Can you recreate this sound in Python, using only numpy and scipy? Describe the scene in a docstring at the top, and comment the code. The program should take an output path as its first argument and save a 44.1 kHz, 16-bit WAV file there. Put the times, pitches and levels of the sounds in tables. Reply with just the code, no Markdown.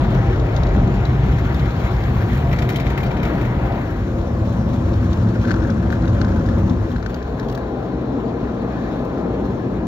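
"""Inside a car in an automatic wash, heard from a phone with two close microphone ports on the front seat.
Jets start at the front: the shell drums, the cabin booms in its low modes, spray hisses, a dog's chain
clinks. From 2.3 s sheets of water slap the glass and ring it. Near 4 s the gantry moves over the roof;
from 5.4 s loose trim rattles, and at 6.7 s the roof thumps. By 7.2 s the jets are at the rear and the
boom has eased; at 8.6 s a brief surge rushes in a door panel."""
import sys
import numpy as np
from scipy import signal
from scipy.fft import rfft, irfft, next_fast_len
from scipy.io import wavfile
from scipy.ndimage import uniform_filter1d, map_coordinates

SR = 44100
rng = np.random.default_rng(int(sys.argv[2]) if len(sys.argv) > 2 else 0)


def wrap_up_sound(samples):
    """Save the sound to the file named by the first command line argument, as 16-bit audio."""
    columns = np.atleast_2d(samples).T
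    # keep every value between -1 and 1, then stretch to whole-number steps
    tamed = np.clip(columns, -1, 1)
    steps = np.round(tamed * 32767).astype(np.int16)
    wavfile.write(sys.argv[1], SR, steps)


N = 435266

# gantry position: (time [s], stage [0 front, 1 roof, 2 rear])
GANTRY_STAGE = [(0, 0.036), (3.7, 0.021), (4.3, 1), (6.75, 0.966), (7.2, 1.995), (9.87, 1.8)]
# liveliness of gusts, drops and faint clinks: (time [s], share [0-1])
ACTIVITY = [(0, .8), (3.3, .9), (3.6, .35), (4.6, .4), (5.0, 1), (7.0, 0.9), (7.65, .35), (9.87, .35)]
# noise spectra, each (frequency [Hz], level [dB])
MIST_SPECTRUM = [(4000, -40), (7000, -4), (9500, -1.5), (10500, -3), (11700, -4.5), (12800, -2.5),
                 (13800, -1.5), (15000, -3.5), (15800, -7.5)]  # finest spray
REAR_HISS_SPECTRUM = [(1000, -34.5), (2000, -9.5), (2700, -5.5), (3300, -6), (3900, -5.5), (4400, -8),
                      (4800, -13), (6000, -15.5), (7000, -17.5), (8200, -30.5), (9500, -28), (11000, -40.5),
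                      (14000, -76)]  # even wash from behind
IMPACT_SPECTRUM = [(1500, -37), (2500, 1), (3700, 0.5), (5000, -4), (7000, -9), (9500, -20), (12000, -29.5),
                   (16000, -47.5)]  # bright edge of a slap or tap
PANEL_SPECTRUM = [(900, -44), (1350, -5), (1700, 5.5), (2000, -8.5), (2500, -8.5), (3300, -39.5)]  # narrow band of the door panel


def amp(db):
    """Amplitude ratio of a level in decibels."""
    return 10 ** (np.asarray(db) / 20)


def unit(x):
    """Normalisation to rms 1."""
    return x / np.sqrt(np.mean(x ** 2) + 1e-20)


def along(points, hz):
    """Interpolation of (frequency [Hz], value) points on a logarithmic axis."""
    frequencies, values = np.transpose(points)
    return np.interp(np.log(hz + 1), np.log(frequencies + 1), values)


def curves(rows):
    """Linear interpolation in time: one value per sample for each later column."""
    times, *columns = np.transpose(rows)
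    return [np.interp(np.arange(N) / SR, times, column) for column in columns]


def wobble(per_s):
    """Slow random modulation: a spline through Gaussian knots."""
    knots = rng.standard_normal(int(N * per_s / SR) + 4)
    return map_coordinates(knots, [np.arange(N) * per_s / SR])


def filtered(x, response):
    """Linear filtering: the spectrum times a frequency response."""
    size = next_fast_len(N + 8192)
    return irfft(rfft(x, size) * response(np.fft.rfftfreq(size, 1 / SR)), size)[..., :N]


def coloured(x, spectrum):
    """Spectral shaping by (frequency [Hz], level [dB]) points, at rms 1."""
    return unit(filtered(x, lambda hz: amp(along(spectrum, hz))))


def water(patchy_db, size=512):
    """Comodulation: two independent noises share random patches of gain in time and frequency."""
    spectra = signal.stft(rng.standard_normal((2, N)), nperseg=size)[2]
    patches = uniform_filter1d(rng.standard_normal(spectra.shape[1:]), size=8, axis=0)
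    patches = uniform_filter1d(patches, size=8, axis=1)
    return signal.istft(spectra * amp(patchy_db * unit(patches)), nperseg=size)[1][:, :N]


def drops(per_s, spread_db, t60):
    """Shot-noise envelope: random impulses, a few much larger, each decaying exponentially."""
    chance, size = rng.random((2, N))
    hits = (chance < per_s / SR) * amp(-spread_db * np.log(1 - size))
    return signal.lfilter([1], [1, -amp(-60 / (t60 * SR))], hits)


def around(rows, spread_s):
    """Envelope of agitation: the root of a sum of Gaussian windows, one per event."""
    t = np.arange(0, N, 64) / SR
    windows = sum(amp(db) * np.exp(-((t - s) / spread_s) ** 2) for s, db, *_ in rows)
    return np.interp(np.arange(N) / SR, t, np.sqrt(windows))


def bursts(rows, colours, first_db, rise_s, t60):
    """Decaying noise transients; rows are (time [s], level [dB], offsets of the later colours [dB])."""
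    envelopes, t = np.zeros((len(colours), N + SR)), np.arange(SR // 6) / SR
    pulse = amp(-60 * t / t60) * (1 - np.exp(-t / rise_s))
    for s, db, *offsets_db in rows:
        start = round(s * SR)
        envelopes[:, start:start + len(t)] += amp(db) * amp([first_db, *offsets_db])[:, None] * pulse
    return sum(envelope[:N] * coloured(rng.standard_normal((2, N)), colour)
               for envelope, colour in zip(envelopes, colours))


def knocks(rows, modes, rise_s, pitch=1, lasting=1):
    """Modal superposition: each impact rings damped sines, scattered in level and tuning."""
    out, t = np.zeros((2, N + SR)), np.arange(SR // 4) / SR
    scatter = rng.standard_normal((len(rows), 2, len(modes), 2))
    each = np.ones(len(rows))
    for (s, db, *_), (alike, apart), scale, stretch in zip(rows, scatter, pitch * each, lasting * each):
        for side, draws in zip(out, (alike, 0.94 * alike + .6 * apart)):
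            ring = sum(amp(level + 1.8 * louder - 60 * t / (stretch * t60))
                       * np.sin(2 * np.pi * scale * hz * (1 + 0.015 * detune) * t)
                       for (hz, level, t60), (louder, detune) in zip(modes, draws))
            side[round(s * SR):][:len(t)] += amp(db) * ring * (1 - np.exp(-t / rise_s))
    return out[:, :N]


def door_surge(start_s=8.6, rise_s=.12, hold_s=.14, fall_s=0.16):
    """Band-pass resonance: a surge of water rushes in a narrow band of the door panel."""
    corners = start_s + np.cumsum([0, rise_s, hold_s, fall_s])
    envelope = np.interp(np.arange(N) / SR, corners, [0, 1, 1, 0])
    rush = amp(-43) * coloured(water(patchy_db=3.0), PANEL_SPECTRUM)
    hiss = amp(-55) * coloured(water(patchy_db=1.0), REAR_HISS_SPECTRUM)
    return envelope * (rush + hiss)


def glass_spray():
    """Amplitude modulation: the same gusts and drops move three noise bands of spray on glass."""
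    # (time [s], spray level [dB], hiss level [dB], mist level [dB])
    levels = [(0, -36.5, -44, -60), (.7, -36, -44.5, -60.5), (1.25, -36.5, -46, -61),
              (1.75, -35, -43.5, -57), (2.45, -37, -45.5, -55), (2.75, -36, -46, -60),
              (3.3, -35.5, -47, -60), (3.8, -35.5, -47, -58.5), (4.15, -42, -49.5, -63.5),
              (4.6, -40.5, -48, -63), (5.2, -40.5, -48, -64), (6.2, -40.5, -49.5, -66.5),
              (6.8, -42, -50, -65), (7.2, -43, -51, -65.5), (8.2, -41.5, -51.5, -69),
              (9.0, -41.5, -50, -66), (9.87, -42, -52, -69.5)]
    # spectra by jet position, each (frequency [Hz], level [dB])
    spray_near = [(500, -39.5), (900, -5), (1400, -3), (1800, -5), (2200, -7.5), (2700, -15), (3500, -26),
                  (5000, -45.5), (9000, -92.5)]
    spray_far = [(500, -42), (900, -2.5), (1300, -4.5), (1700, -6), (2000, -12.5), (2500, -16),
                 (3500, -38.5), (5000, -53.5), (9000, -92.5)]  # duller once the jets leave the windscreen
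    hiss_front = [(1000, -34.5), (2000, -8.5), (2700, -5), (3300, -4.5), (3900, -7), (4400, -9.5),
                  (5000, -13.5), (6000, -16), (7000, -16.5), (8200, -29), (9500, -26), (11000, -42.5),
                  (14000, -76.5)]
    hiss_roof = [(1000, -36.5), (2000, -8), (2700, -4.5), (3300, -5.5), (3900, -6), (4400, -9), (5000, -11),
                 (6000, -10.5), (7000, -13), (8200, -19.5), (9500, -21), (11000, -41.5), (14000, -70)]  # brighter overhead
    spray_db, hiss_db, mist_db = curves(levels)
    stage, = curves(GANTRY_STAGE)
    front, roof, rear = np.clip(1 - stage, 0, 1), 1 - abs(stage - 1), np.clip(stage - 1, 0, 1)
    activity, = curves(ACTIVITY)
    gust = activity * (wobble(6.8) + 1.4 * wobble(20))
    patter = activity * drops(per_s=67, spread_db=4, t60=0.075)
    coarse = water(patchy_db=1.64) * (1 + 0.13 * patter)
    spray = front * coloured(coarse, spray_near) + (1 - front) * coloured(coarse, spray_far)
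    fine = water(patchy_db=1.4) * (1 + 0.19 * patter)
    hiss = (roof * coloured(fine, hiss_roof) + front * coloured(fine, hiss_front)
            + rear * coloured(fine, REAR_HISS_SPECTRUM))
    mist = coloured(water(patchy_db=0.0) * (1 + 0.36 * patter), MIST_SPECTRUM)
    return (amp(spray_db + 0.32 * gust) * spray + amp(hiss_db + 0.44 * gust) * hiss
            + amp(mist_db + .45 * gust) * mist)


def dog_chain(faint_per_s=2.6, faint_until_s=7.6):
    """Free vibration: colliding metal links tick and ring in short inharmonic modes."""
    # (time [s], level [dB], sparkle offset [dB], pitch [Hz])
    loud = [(.149, -37, -9.5, 3670), (.358, -37.5, -21, 3820), (.397, -34, -25.5, 3840),
            (.563, -26.5, -21.5, 3740), (.633, -29, -24.5, 3820), (.668, -31.5, -22.5, 3930),
            (.689, -35.5, -21.5, 4000), (.875, -37, -21.5, 3890), (1.052, -28.5, -26.5, 3880),
            (1.544, -33, -12.5, 3770), (1.595, -32.5, -17, 3560), (1.706, -35.5, -15.5, 4028),
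            (1.965, -35.5, -21, 3510), (2.037, -34, -14.5, 3210), (3.721, -38.5, -16, 3600),
            (4.212, -39, -19.5, 3580), (4.74, -39.5, -20, 3500), (4.937, -36, -23, 4058),
            (5.129, -25.5, -24.5, 3870), (5.287, -36, -21.5, 3670), (5.414, -33, -24, 3710),
            (5.449, -39, -22.5, 3890), (5.474, -34.5, -22.5, 4080), (5.497, -33, -24, 4300),
            (5.507, -25.5, -25.5, 4200), (5.514, -26.5, -30, 4350), (5.54, -30.5, -25.5, 4010),
            (5.637, -35.5, -20.5, 4850), (5.701, -31.5, -28.5, 5150), (5.903, -33, -21, 3602),
            (5.925, -36, -18.5, 4080), (6.021, -37, -22, 4300), (6.054, -35, -23, 3870),
            (6.078, -30, -26.5, 3640), (6.095, -35, -23, 4400), (6.148, -35.5, -19.5, 3650),
            (6.213, -25, -35, 4220), (6.246, -31, -28, 4200), (6.318, -36, -25, 4240),
            (6.36, -39.5, -23, 4730), (6.396, -39.5, -21.5, 5500), (6.461, -36, -22.5, 4820),
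            (6.487, -34, -21, 3460), (6.696, -31, -26, 3630), (6.915, -35, -15, 3180),
            (6.963, -35.5, -26, 4150), (7.026, -35, -25, 4130), (7.061, -28, -24.5, 4300),
            (7.143, -29, -18.5, 4800), (7.226, -36, -22.5, 4000), (7.396, -29, -20, 3958),
            (7.485, -32.5, -16, 3320), (7.497, -31, -22, 4042), (7.514, -40, -8, 3210),
            (7.524, -34.5, -9, 2850), (7.549, -27.5, -15.5, 3470), (7.575, -36.5, -9, 4720),
            (9.05, -43, -5.5, 4170)]
    # contact noise, each (frequency [Hz], level [dB])
    tick_spectrum = [(1500, -31), (2800, -3.5), (3700, -1), (4300, -3.5), (5200, -5.5), (6500, -7.5),
                     (7500, -16), (9000, -44)]
    sparkle_spectrum = [(6000, -30), (7500, 2), (9500, 1), (11500, -2), (13800, 0), (15000, -2),
                        (15800, -7)]
    # (ratio to the pitch, level [dB], base t60 [s])
    link_modes = [(.82, -7.5, 0.014), (.91, -6, 0.017), (1, -1.5, 0.023), (1.12, -5, .017),
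                  (1.29, -6.5, 0.014), (1.5, -9.5, 0.0088), (1.69, -9, 0.01)]
    # links ring long hanging free, short lying on the seat: (time [s], t60 factor)
    slack = [(0, 1.8), (2.1, 1.6), (4.9, 0.86), (6.8, 0.88), (7.6, .75)]
    # faint clinks fall at random while the dog moves about
    gap, size, sparkle, pitch = rng.random((40, 4)).T
    times = np.cumsum(-np.log(1 - gap)) / faint_per_s
    activity = np.clip(np.interp(times, *np.transpose(ACTIVITY)), .05, 1)
    faint_db = -38 + 5 * (size - .5) + 20 * np.log10(activity)
    faint = np.transpose([times, faint_db, -20 + 7 * (sparkle - .5), 3630 * (1 + .25 * (pitch - .5))])
    clinks = np.vstack([loud, faint[times < faint_until_s]])
    ticks = bursts(clinks[:, :-1], (tick_spectrum, sparkle_spectrum),
                   first_db=-5.0, rise_s=0.0013, t60=0.033)
    lasting = np.interp(clinks[:, 0], *np.transpose(slack))
    ring = knocks(clinks, link_modes, rise_s=0.0014, pitch=clinks[:, -1], lasting=lasting)
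    return ticks + amp(-0.5) * ring


def window_slaps():
    """Impact excitation: sheets of water splash and ring the pane; droplets crackle around them."""
    # (time [s], level [dB], low body offset [dB], fine top offset [dB])
    slaps = [(2.329, -32, -4, -17.5), (2.419, -44, 1, -18), (2.513, -32.5, 1.5, -25), (2.56, -36, 0, -24),
             (2.527, -28, 1, -23), (2.586, -24.5, -7.5, -27.5), (2.62, -26.5, -2.5, -20.5),
             (2.689, -25, -3.5, -11), (2.699, -30.5, -1.5, -17.5), (2.741, -35, 1, -22),
             (2.722, -37, -6.5, -10), (2.758, -22.5, -18.5, -14.5), (2.798, -26.5, -1.5, -19),
             (2.866, -29, 0, -22.5), (2.9, -31, 0.5, -16), (2.975, -27.5, 4, -17.5),
             (3.031, -29.5, -8, -11.5), (3.061, -31.5, -3, -23), (3.109, -34, -0.5, -24.5),
             (3.167, -34, -0.5, -25.5), (3.229, -28, -1.5, -16.5), (3.25, -32.5, 0, -20),
             (3.272, -38, -6, -20.5), (3.411, -32, -0.5, -16.5), (3.449, -34.5, 0.5, -31)]
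    # low body of a slap: (frequency [Hz], level [dB])
    low_spectrum = [(800, -27.5), (1400, -9), (2000, 7), (2600, 0), (3500, -27.5)]
    # (frequency [Hz], level [dB], t60 [s])
    pane_modes = [(2040, -2.5, 0.04), (2337, 1.5, 0.06), (3100, -1, 0.035), (3790, -3.5, 0.04)]
    sheets = bursts(slaps, (IMPACT_SPECTRUM, low_spectrum, MIST_SPECTRUM),
                    first_db=-7.0, rise_s=0.002, t60=0.075)
    spatter = drops(per_s=89, spread_db=3.5, t60=0.034) * rng.standard_normal((2, N))
    pane = lambda f: sum(amp(db) / (1 + ((f - hz) / 170) ** 2) for hz, db, _ in pane_modes)
    crackle = amp(-36) * around(slaps, spread_s=.06) * unit(filtered(spatter, pane))
    return sheets + crackle + amp(-4.5) * knocks(slaps, pane_modes, rise_s=0.0018)


def trim_rattle(chatter_hz=1480):
    """Intermittent contact: loose trim knocks and chatters in damped modes, with a dry bright edge."""
    # (time [s], level [dB], pitch [Hz])
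    rattles = [(5.414, -28.5, 1440), (5.449, -33.5, 1450), (5.474, -28.5, 1450), (5.497, -25.5, 1500),
               (5.507, -16.5, 1550), (5.513, -12.5, 1514), (5.541, -21, 1480), (5.555, -30, 1390),
               (5.568, -30.5, 1450), (5.588, -31, 1450), (5.61, -26.5, 1379), (5.649, -24.5, 1620),
               (5.697, -25, 1480), (5.903, -22, 1550), (5.927, -18.5, 1550), (6.044, -29, 1460),
               (6.075, -26, 1490), (6.215, -17.5, 1480), (6.246, -22, 1530), (6.318, -31.5, 1601),
               (6.487, -27.5, 1720), (6.961, -25.5, 1569), (7.027, -26, 1450), (7.062, -21, 1510),
               (7.218, -29, 1700), (7.395, -26, 1650), (7.576, -24, 1670)]
    # (ratio to the pitch, level [dB], t60 [s])
    trim_modes = [(.83, -8.5, 0.014), (.94, -0.5, 0.016), (1.02, 2, 0.022), (1.12, -5.5, 0.016),
                  (1.3, -13, 0.012)]
    taps = drops(per_s=170, spread_db=1.0, t60=0.023) * rng.standard_normal((2, N))
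    trim = lambda f: sum(amp(db) / (1 + ((f - chatter_hz * ratio) / 110) ** 2)
                         for ratio, db, _ in trim_modes)
    ringing_taps = unit(filtered(taps, trim)) + amp(-14.0) * coloured(taps, IMPACT_SPECTRUM)
    chatter = amp(-39) * around(rattles, spread_s=0.19) * ringing_taps
    hits = np.array(rattles)
    clack = bursts(hits[:, :-1], (PANEL_SPECTRUM,), first_db=-10.5, rise_s=0.0014, t60=.025)
    return knocks(hits, trim_modes, rise_s=0.0011, pitch=hits[:, -1]) + clack + chatter


def roof_thump():
    """Damped panel vibration: one dull blow rings the roof's low modes."""
    # (time [s], level [dB])
    thumps = [(6.697, -9)]
    # (frequency [Hz], level [dB], t60 [s])
    thud_modes = [(111, -6, 0.15), (180, -4.5, .2), (242, 2, 0.23), (291, -5, 0.15)]
    return knocks(thumps, thud_modes, rise_s=0.01)


def jets_on_shell(boom_edge_hz=160, drum_edge_hz=450):
    """Forced vibration: jets shake the shell, and each gantry stage drives its own resonances."""
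    # (time [s], boom level [dB], drumming level [dB], rush level [dB])
    levels = [(0, -19.5, -25, -28.5), (.5, -14.5, -25, -29), (.95, -17, -25, -30.5), (1.3, -15.5, -25, -32),
              (1.7, -19, -27.5, -31.5), (2.15, -14.5, -26, -32.5), (2.6, -18.5, -26, -31),
              (3.1, -19.5, -22.5, -29.5), (3.75, -21.5, -25, -30), (4.0, -23, -26.5, -37),
              (4.25, -24, -23.5, -31), (4.55, -18.5, -23, -33), (5.2, -17, -24, -33),
              (5.7, -18.5, -20.5, -32), (6.72, -18.5, -22.5, -31), (6.85, -20, -24.5, -35),
              (7.15, -26, -30.5, -33.5), (7.36, -26, -29.5, -32.5), (7.42, -24, -27.5, -31.5),
              (7.7, -29, -26.5, -31.5), (8.3, -26.5, -25.5, -33.5), (9.0, -29, -25, -30.5),
              (9.87, -27.5, -23, -32)]
    # broad colour of the shell: (frequency [Hz], level [dB])
    shell_spectrum = [(15, -30.5), (25, -11), (33, -8), (45, 4), (100, -1), (155, -3), (220, 0.5),
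                      (400, -6), (800, -12.5), (1200, -18), (1800, -29), (3000, -45.5), (6000, -88.5)]
    # modes of panels and cabin air, each (frequency [Hz], width [Hz], level [dB])
    front_modes = [(58.4, 26, 12.5), (123.1, 22, 17.5), (174, 34, 8), (201, 36, 5), (304, 56, 4),
                   (371.7, 9.2, 6.5), (691, 34, 4), (787.5, 22, 7), (945, 35, 4.5)]
    roof_modes = [(67.3, 19, 16.2), (101.3, 24, 21.5), (115, 13, 19.4), (176.3, 23, 14), (217, 22, 8),
                  (243.3, 16, 12.8), (325.7, 24, 10.1), (515, 16, 4), (545.6, 28, 6), (700, 17, 1.1),
                  (1055, 67, 1.4)]
    rear_modes = [(59, 8.7, 8.7), (122, 18, 11.4), (179, 23, 7.3), (248.4, 32, 6), (299, 85, 2.9),
                  (440, 82, 3.7), (657, 64, 3.6), (780, 61, 4), (1022, 23, 7.8)]
    # the boom slides in pitch as the jets move over the panels: (time [s], pitch factor)
    slide = [(0, .99), (1, 1.013), (1.4, 1.07), (2.1, 0.99), (2.6, 1.1), (3.6, 1.01), (4.1, 0.95),
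             (4.6, 1.04), (5.1, .98), (6.2, .97), (6.7, 0.99), (7.2, 1.033), (9.87, 1.006)]
    stage, = curves(GANTRY_STAGE)
    boom_db, drum_db, rush_db = curves(levels)
    read_at = np.cumsum(*curves(slide))
    below = lambda f, edge: 1 / (1 + (f / edge) ** 8)
    crossover = lambda f: np.sqrt([below(f, boom_edge_hz),
                                   below(f, drum_edge_hz) - below(f, boom_edge_hz),
                                   1 - below(f, drum_edge_hz)])[:, None]
    bands = 0
    for k, modes in enumerate((front_modes, roof_modes, rear_modes)):
        share = np.sqrt(np.clip(1 - abs(stage - k), 0, 1))  # equal-power crossfade
        resonance = lambda f: np.sqrt(1 + sum(amp(2 * db) / (1 + (1.13 * (f - hz) / width) ** 2) ** 2
                                              for hz, width, db in modes))
        response = lambda f: crossover(f) * resonance(f) * amp(along(shell_spectrum, f))
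        jet = filtered(water(patchy_db=1.0, size=4096), response)
        jet[0] = [np.interp(read_at, np.arange(N), side, period=N) for side in jet[0]]
        bands = bands + share * np.array([unit(band) for band in jet])
    boom, drum, rush = bands
    return (amp(boom_db + 0.49 * wobble(7.4)) * boom + amp(drum_db + 0.66 * wobble(5)) * drum
            + amp(rush_db + 0.6 * wobble(9)) * rush)


def stereo_image(pair):
    """Partial coherence: two signals mix as sum and difference, then left and right part in level
    and phase. At 8-10 kHz the hiss is in pure antiphase and cancels in mono."""
    # likeness of left and right in the stereo sound: (frequency [Hz], coherence [0-1])
    coherence = [(100, .9995), (180, .99), (280, .94), (500, .7), (1000, .64), (2500, .66), (3600, .3),
                 (4500, .25), (5500, .72), (7400, .7), (8300, .9995), (10200, .9995), (11500, .4),
                 (12300, .6), (13000, .998)]
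    # left over right: (frequency [Hz], level [dB])
    left_level = [(60, .4), (140, 1), (210, 2), (330, 3.5), (500, 4.7), (1200, 5.3), (1800, 5.5),
                  (2700, 2.8), (4200, 1), (6400, .5), (8000, 0), (15000, 0)]
    # left ahead of right: (frequency [Hz], phase [rad])
    left_phase = [(330, 0), (1000, -.8), (2000, -1.8), (2900, -2.5), (3800, -1.5), (4650, 2), (5700, 1.2),
                  (7000, 2), (8000, 3.14), (10500, 3.14), (11500, 4.8), (12600, 6.2), (13000, 6.28)]
    angle = lambda hz: np.arccos(np.clip(along(coherence, hz), 0, 1)) / 2
    shared, apart = filtered(pair, lambda hz: np.array([np.cos(angle(hz)), np.sin(angle(hz))]))
    side = np.array([[.5], [-.5]])
    offset = lambda hz: amp(side * along(left_level, hz)) * np.exp(1j * side * along(left_phase, hz))
    return filtered(np.array([shared + apart, shared - apart]), offset)


def scene():
    """Superposition: all sources in the cabin add into one stereo sound."""
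    wash = jets_on_shell() + glass_spray() + door_surge() + window_slaps()
    return stereo_image(wash + dog_chain() + trim_rattle() + roof_thump())


def record(dry):
    """Band limiting: the phone passes nothing above its cutoff."""
    return filtered(dry, lambda hz: hz < 15730)


dry = scene()
out = record(dry)
wrap_up_sound(out)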